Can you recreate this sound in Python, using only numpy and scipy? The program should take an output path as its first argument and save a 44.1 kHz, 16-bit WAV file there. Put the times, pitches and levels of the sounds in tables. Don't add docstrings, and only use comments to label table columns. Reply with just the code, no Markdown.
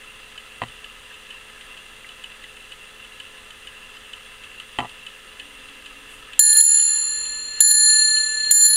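import sys
import numpy as np
from scipy import signal
from scipy.fft import rfft, irfft, next_fast_len
from scipy.io import wavfile
from scipy.ndimage import uniform_filter1d, minimum_filter1d

SR = 44100
rng = np.random.default_rng(int(sys.argv[2]) if len(sys.argv) > 2 else 0)


def amplitude_ratio(level_db):
    exponent = np.asarray(level_db, float) / 20
    return 10 ** exponent


def file_out(sig):
    cols = np.atleast_2d(sig).T
    lim = np.clip(cols, -1, 1)
    pcm = np.round(lim * 32767).astype(np.int16)
    wavfile.write(sys.argv[1], SR, pcm)


N = 386306
T = np.arange(N) / SR

# (time [s], level [dB])
TOUCHES = [(6.392499, -10), (6.423977, -22), (6.457216, -21.3), (6.494145, -32.6), (6.529529, -20),
           (6.56739, -17.3), (6.606417, -18.7), (6.639602, -24.2), (7.604261, -10.1), (7.674721, -18.5),
           (7.708237, -19), (8.509644, -10), (8.541736, -23.2), (8.575868, -24.9), (8.610976, -17.5),
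           (8.648936, -15.4), (8.68296, -17.5), (8.7583, -24)]
# (frequency [Hz], level [dB])
SNAP = [(1500, -11.5), (2500, -1), (3500, 3), (4800, -9.5), (5500, -27), (7000, -7.5), (9500, -10),
        (12000, -28), (15000, -43.5)]


def evened(x):
    return x / np.sqrt(np.mean(x ** 2) + 1e-20)


def curve(rows, column=1):
    rows = np.asarray(rows)
    return np.interp(T, rows[:, 0], rows[:, column])


def coloured(x, points):
    size = next_fast_len(len(x))
    hz = np.fft.rfftfreq(size, 1 / SR)
    f, db = np.transpose(points)
    gain = amplitude_ratio(np.interp(np.log(hz + 1), np.log(f + 1), db))
    return irfft(rfft(x, size) * gain, size)[:len(x)]


def resonate(x, hz, width):
    r = np.exp(-np.pi * width / SR)
    pole = r * np.exp(2j * np.pi * hz / SR)
    return 2 * signal.lfilter([1 - r], [1, -pole], x).real


def resonant_noise(hz, width):
    noise = rng.standard_normal(N)
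    return evened(resonate(resonate(noise, hz, width), hz, width))


def struck(events, modes, spread_db=0, contact_s=1e-4, seconds=0.22):
    out = np.zeros(N + SR)
    t = T[:round(seconds * SR)]
    hz, db, t60 = np.transpose(modes)[:, :, None]
    rise = 1 - np.exp(-t / contact_s)
    for s, peak_db in events:
        chance = spread_db * rng.standard_normal((len(modes), 1))
        decay = amplitude_ratio(db + chance - 60 * t / t60)
        ring = (decay * np.sin(2 * np.pi * hz * t + chance)).sum(0)
        out[round(s * SR):][:len(t)] += amplitude_ratio(peak_db) * rise * ring
    return out[:N]


def burst(events, points, fast_s, slow_s, slow_db, rise_s=0.00036):
    push = np.zeros(N)
    t = T[:4000]
    for s, db in events:
        push[round(s * SR)] = amplitude_ratio(db)
    decay = np.exp(-t / fast_s) + amplitude_ratio(slow_db) * np.exp(-t / slow_s)
    envelope = signal.oaconvolve(push, (1 - np.exp(-t / rise_s)) * decay)[:N]
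    return envelope * evened(coloured(rng.standard_normal(N), points))


def bell():
    pair_hz = [1741, 1736, 4214.43, 4182, 7133.3, 7096.65, 10350, 10424.8]
    # (level [dB], t60 [s], share of the moving echo [0-1])
    pair_tones = [(-26.5, 14.7, 0.057), (-39, 17, .02), (-20.5, 14.7, 0.94), (-21, 11.7, .13),
                  (-5, 2.24, 0.018), (-22.5, 2.57, .02), (-8.5, 1.53, .02), (-9.5, 1.39, .25)]
    twin_sign = [1, 1, 1, -1, 1, -1, 1, -1]
    # (time [s], signed gain [ratio])
    sway = [(7.88, 1.33), (7.95, 0.96), (8.02, 1.43), (8.1, 0.89), (8.17, 1.3), (8.24, 0.54), (8.31, .02),
            (8.4, -0.8), (8.5, -1.13)]
    blow_db = -10
    bloom_s = 0.00097

    s, db = np.transpose(TOUCHES)
    at = np.ceil(s * SR).astype(int)
    echo = 1 - curve(sway)
    ring = np.zeros(N)
    for hz, sign, (tone_db, t60, share) in zip(pair_hz, twin_sign, pair_tones):
        pole = 2j * np.pi * hz - np.log(1000) / t60
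        kicks = np.zeros(N, complex)
        kicks[at] = amplitude_ratio(db - blow_db) * np.exp(pole * (at / SR - s))
        tone = signal.lfilter([1], [1, -np.exp(pole / SR)], kicks).imag
        tone = resonate(tone, hz, 1 / (np.pi * bloom_s))
        ring += sign * amplitude_ratio(tone_db) * tone * (1 - np.clip(share, 0, 1) * echo)
    return ring


def hammer():
    short_hz = [10910, 13297, 13991, 14048, 7280, 10230, 3300]
    # (level [dB], t60 [s])
    short_tones = [(-10.5, 0.057), (-11.5, 0.12), (-21, 0.62), (-16.5, 0.24), (-13, 0.046), (-7, 0.021),
                   (-18.5, 0.015)]
    # (frequency [Hz], level [dB])
    crack_colour = [(300, -51), (1500, -31), (4200, -14), (5600, -45), (7200, -2.5), (9000, -13),
                    (10600, -2), (12000, -20.5), (16000, -30)]
    # (frequency [Hz], level [dB])
    buzz_colour = [(3000, -28), (4500, -22), (6300, -14.5), (7500, -2), (9000, -3.5), (12000, -7),
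                   (15700, -11), (16000, -45)]
    rebound_under_db = -14

    blows = [(s, db) for s, db in TOUCHES if db > rebound_under_db]
    rebounds = [(s, -18.5 + 0.4 * (db + 19.5)) for s, db in TOUCHES if db <= rebound_under_db]
    touches = blows + rebounds
    modes = np.column_stack([short_hz, short_tones])
    tones = struck(touches, modes, spread_db=4.0, contact_s=0.00032, seconds=0.7)
    crack = burst(blows, crack_colour, 0.0018, 0.0055, -17.5, rise_s=0.00026)
    buzz = burst(touches, buzz_colour, 0.00091, 0.045, -13.5)
    return amplitude_ratio(6.5) * tones + amplitude_ratio(2.2) * crack + amplitude_ratio(-7) * buzz


def escapement():
    # (time [s], peak level [dB])
    ticks = [(0.3795, -24.5), (0.845, -24.5), (1.308, -26), (1.7759, -27.5), (2.241, -23.5), (2.7215, -25),
             (3.2026, -22), (3.674, -24.5), (4.1345, -23.5), (4.6014, -21.5), (5.067, -23), (5.3996, -21),
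             (5.8633, -27.5), (6.335, -24.5), (6.7975, -28), (7.2551, -26), (7.7084, -29), (8.1658, -22)]
    # (time [s], peak level [dB])
    tocks = [(0.6858, -31), (1.144, -29), (1.6125, -30.5), (2.0917, -30), (2.44, -31), (2.5677, -31),
             (3.049, -35), (3.508, -26.5), (3.9704, -32.5), (4.439, -28.5), (4.896, -28), (5.691, -37),
             (8.4484, -27)]
    # (frequency [Hz], level [dB], t60 [s])
    plate_modes = [(2996, 4, 0.023), (2830, -3, 0.01), (2620, -6.5, 0.049), (3540, -7, 0.012),
                   (1686, -11, 0.027), (4000, -20, .012)]
    # (frequency [Hz], level [dB], t60 [s])
    pallet_modes = [(7070, 6, 0.015), (8260, -8, 0.013), (9200, -3, 0.004), (4390, 9, 0.0035)]
    # (time [s], level [dB])
    clacks = [
        (2.045, -33),
        (2.44, -35.5),
    ]
    # (frequency [Hz], level [dB], t60 [s])
    lever_modes = [(1950, -1, 0.035), (2040, 1, .04), (2270, 0, .02), (1630, -6, .03)]

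    beats = [*ticks, *tocks]
    unlock = [(s - 0.002, db - 5.5) for s, db in beats]
    landing = [(s + 0.0008, db - 4.5) for s, db in beats]
    rebound = [(s + 0.016, db - 15.5) for s, db in beats]
    bright = [(s - 0.003, -41 + 0.67 * (db + 26)) for s, db in beats]
    plates = struck(unlock + landing + rebound, plate_modes, spread_db=1.2, contact_s=0.0011)
    pallet = struck(bright, pallet_modes, spread_db=1.5, contact_s=0.001)
    lever = struck(clacks, lever_modes, spread_db=1.5, contact_s=0.00091)
    edge = burst(bright, SNAP, 0.0024, 0.013, -16, rise_s=0.0012)
    return plates + lever + amplitude_ratio(-12.5) * pallet + amplitude_ratio(6.0) * edge


def knocks():
    # (time [s], level [dB], dullness [0-1])
    taps = [(.618, -13, 0.45), (.6215, -18.5, 0.77), (.627, -20, 0.27), (0.633, -24, 0.77),
            (0.636, -21, 0.06), (4.7868, -6.5, 0.25), (4.791, -15.5, 0.86), (4.794, -18, 0.1),
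            (4.803, -12.5, 0.42), (4.811, -20, 0.6), (4.82, -27, 1), (4.826, -25, 0.7), (4.835, -26, 0.8),
            (4.846, -23.5, 0.7), (4.853, -23.5, 0.6)]
    # (frequency [Hz], level [dB], t60 [s])
    low_modes = [(127, -11.5, 0.13), (254, -13, 0.092), (376, -8.5, 0.036), (527, -8.5, 0.038),
                 (716, -1.5, 0.039), (813, -2, 0.053), (985, 4.5, 0.027), (1176, -1.5, 0.034),
                 (1360, -11.5, 0.059)]
    # (frequency [Hz], level [dB], t60 [s])
    high_modes = [(1700, -9, 0.013), (1950, -0.5, 0.024), (2670, 1.5, 0.015), (3070, -2, 0.022),
                  (3830, -19, 0.018), (7900, -23, 0.0096)]
    # (time [s], level [dB])
    thuds = [
        (.619, -36),
        (4.788, -38),
    ]
    # (frequency [Hz], level [dB], t60 [s])
    table_modes = [(72, -5, 0.13), (116.6, 1.5, 0.22), (166, -16, .1), (233, 2, 0.16)]
    # (frequency [Hz], level [dB])
    wood_colour = [(47, -47), (80, -12), (135, 0), (612, -17.5), (825, 0.5), (1420, -13), (1970, -28),
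                   (2400, -21), (3120, -52), (5280, -120)]

    sharp = [(s, db - 14 * dull) for s, db, dull in taps]
    heavy = [(s, db - 14 * (1 - dull)) for s, db, dull in taps]
    low = struck(heavy, low_modes, spread_db=2.0, contact_s=0.00019)
    high = struck(sharp, high_modes, spread_db=2.5, contact_s=0.00045)
    thud = struck(thuds, table_modes, spread_db=0.5, contact_s=0.0019, seconds=0.4)
    snap = burst(sharp, SNAP, 0.0011, 0.011, -19)
    wood = burst(heavy, wood_colour, 0.0031, 0.015, -8)
    return amplitude_ratio(-5.0) * low + amplitude_ratio(-4.0) * high + thud + amplitude_ratio(-14.0) * snap + amplitude_ratio(-16.5) * wood


def gears(teeth_per_s=1500, spread_db=4.5, flutter_db=1.5):
    # (frequency [Hz], width [Hz], level [dB])
    whir = [(1019.6, 35, -63.5), (1286, 120, -56.5), (1731, 200, -53.5), (2017, 114, -56.5),
            (2738, 140, -48.5), (2986, 63, -58), (3360, 270, -54.5), (3937, 76, -63), (4935, 75, -69.5),
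            (8880, 310, -61)]
    out = np.zeros(N)
    size = amplitude_ratio(spread_db * np.minimum(rng.exponential(1, N), 3.5)) * rng.choice([-1, 1], N)
    teeth = evened(size * (rng.random(N) < teeth_per_s / SR))
    for hz, width, db in whir:
        flutter = uniform_filter1d(uniform_filter1d(rng.standard_normal(N), 1500), 1500)
        drive = 0.75 * teeth + 0.63 * rng.standard_normal(N)
        wide = 1.46 * width
        tone = evened(resonate(resonate(drive, hz, wide), hz, wide))
        out += amplitude_ratio(db + flutter_db * evened(flutter)) * tone
    return out


def room():
    # (frequency [Hz], density [dB per Hz])
    air_colour = [(5.9, -31.5), (10, 3), (36, -1.5), (175, -13), (226, -12.5), (340, -12), (428, -12.5),
                  (714, -13.5), (1700, -10), (2380, -11.5), (2700, -2), (4500, -22), (5850, -53.5),
                  (9900, -120)]
    # (frequency [Hz], density [dB per Hz])
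    hiss_colour = [(2650, -36.5), (4500, -2), (5000, -8.5), (5330, -7), (5860, -3.5), (8200, -3),
                   (8930, -3.5), (10300, -4), (10800, -11), (15100, -12.5), (15800, -20)]
    # (frequency [Hz], level [dB])
    machines = [(29.3, -61), (225.8, -66), (430.8, -61.5), (511.8, -66), (527.4, -65), (11364, -84)]
    # (time [s], level [dB])
    motor = [
        (5.3, -83),
        (5.42, -59),
        (5.8, -63),
        (7, -67.5),
        (8.4, -62.5),
        (8.55, -77),
    ]
    # (time [s], level [dB])
    slide = [
        (6.08, -70),
        (6.105, -54),
        (6.15, -54),
        (6.22, -66),
        (6.25, -90),
    ]

    air = amplitude_ratio(-48) * evened(coloured(rng.standard_normal(N), air_colour))
    hiss_points = [*hiss_colour, (15950, -60)]
    hiss = amplitude_ratio(-56) * evened(coloured(rng.standard_normal(N), hiss_points))
    hum = sum(amplitude_ratio(db + 2.5) * np.sin(2 * np.pi * (hz * T + rng.random())) for hz, db in machines)
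    drone = amplitude_ratio(curve(motor)) * resonant_noise(278, 25)
    scrape = amplitude_ratio(curve(slide)) * resonant_noise(8800, 4000)
    return air + hiss + hum + drone + scrape


def scene():
    return (bell() + hammer() + escapement() + knocks() + gears() + room())[None]


def gain_control():
    overload_s = np.array([6.397, 6.4015, 6.6138, 7.609, 7.6138, 7.7168, 8.5146, 8.5263, 8.6685])
    overload_db = np.array([-3.5, -7, -5.5, -3, -7.5, -7, -4, -7, -5.5])
    recover_db, step_s, glide_s = 1.4, 0.032, 0.00026

    last = np.searchsorted(overload_s, T) - 1
    steps = (T - overload_s[last]) // step_s
    gain_db = np.minimum(overload_db[last] + recover_db * steps, 0)
    gain = amplitude_ratio(gain_db * (last >= 0))
    keep = np.exp(-1 / (glide_s * SR))
    return 1 + signal.lfilter([1 - keep], [1, -keep], gain - 1)


def starved(x, size=24):
    # (frequency [Hz], depth [dB])
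    depth = [(4400, 51.5), (6000, 50), (8800, 49.5), (11500, 47.5), (15000, 54)]
    hz, _, z = signal.stft(x, SR, nperseg=2048, noverlap=1536)
    edges = np.arange(0, len(hz), size)
    power = np.add.reduceat(abs(z[0]) ** 2, edges)
    power_db = 10 * np.log10(uniform_filter1d(power, size=3, axis=1) + 1e-20)
    top_db = minimum_filter1d(power_db.max(0), size=9, origin=4)
    luck_db = 6 * uniform_filter1d(rng.standard_normal(power.shape), size=7, axis=1)
    depth_db = np.interp(hz[edges], *np.transpose(depth), left=99)[:, None]
    margin_db = power_db - top_db + depth_db + luck_db
    keep = 1 / (1 + np.exp(-np.clip(margin_db, -40, 40)))
    thinned = z * keep[np.arange(len(hz)) // size]
    return signal.istft(thinned, SR, nperseg=2048, noverlap=1536)[1][:, :N]


def top_cut(x):
    return signal.sosfilt(signal.butter(12, 16660, fs=SR, output="sos"), x)


def record(dry):
    clipped = np.clip(dry * gain_control(), -0.99, 0.99)
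    lowpass = signal.butter(16, 16550, fs=SR, output='sos')
    mix = starved(signal.sosfiltfilt(lowpass, clipped))
    return top_cut(mix)


dry = scene()
out = record(dry)
file_out(out)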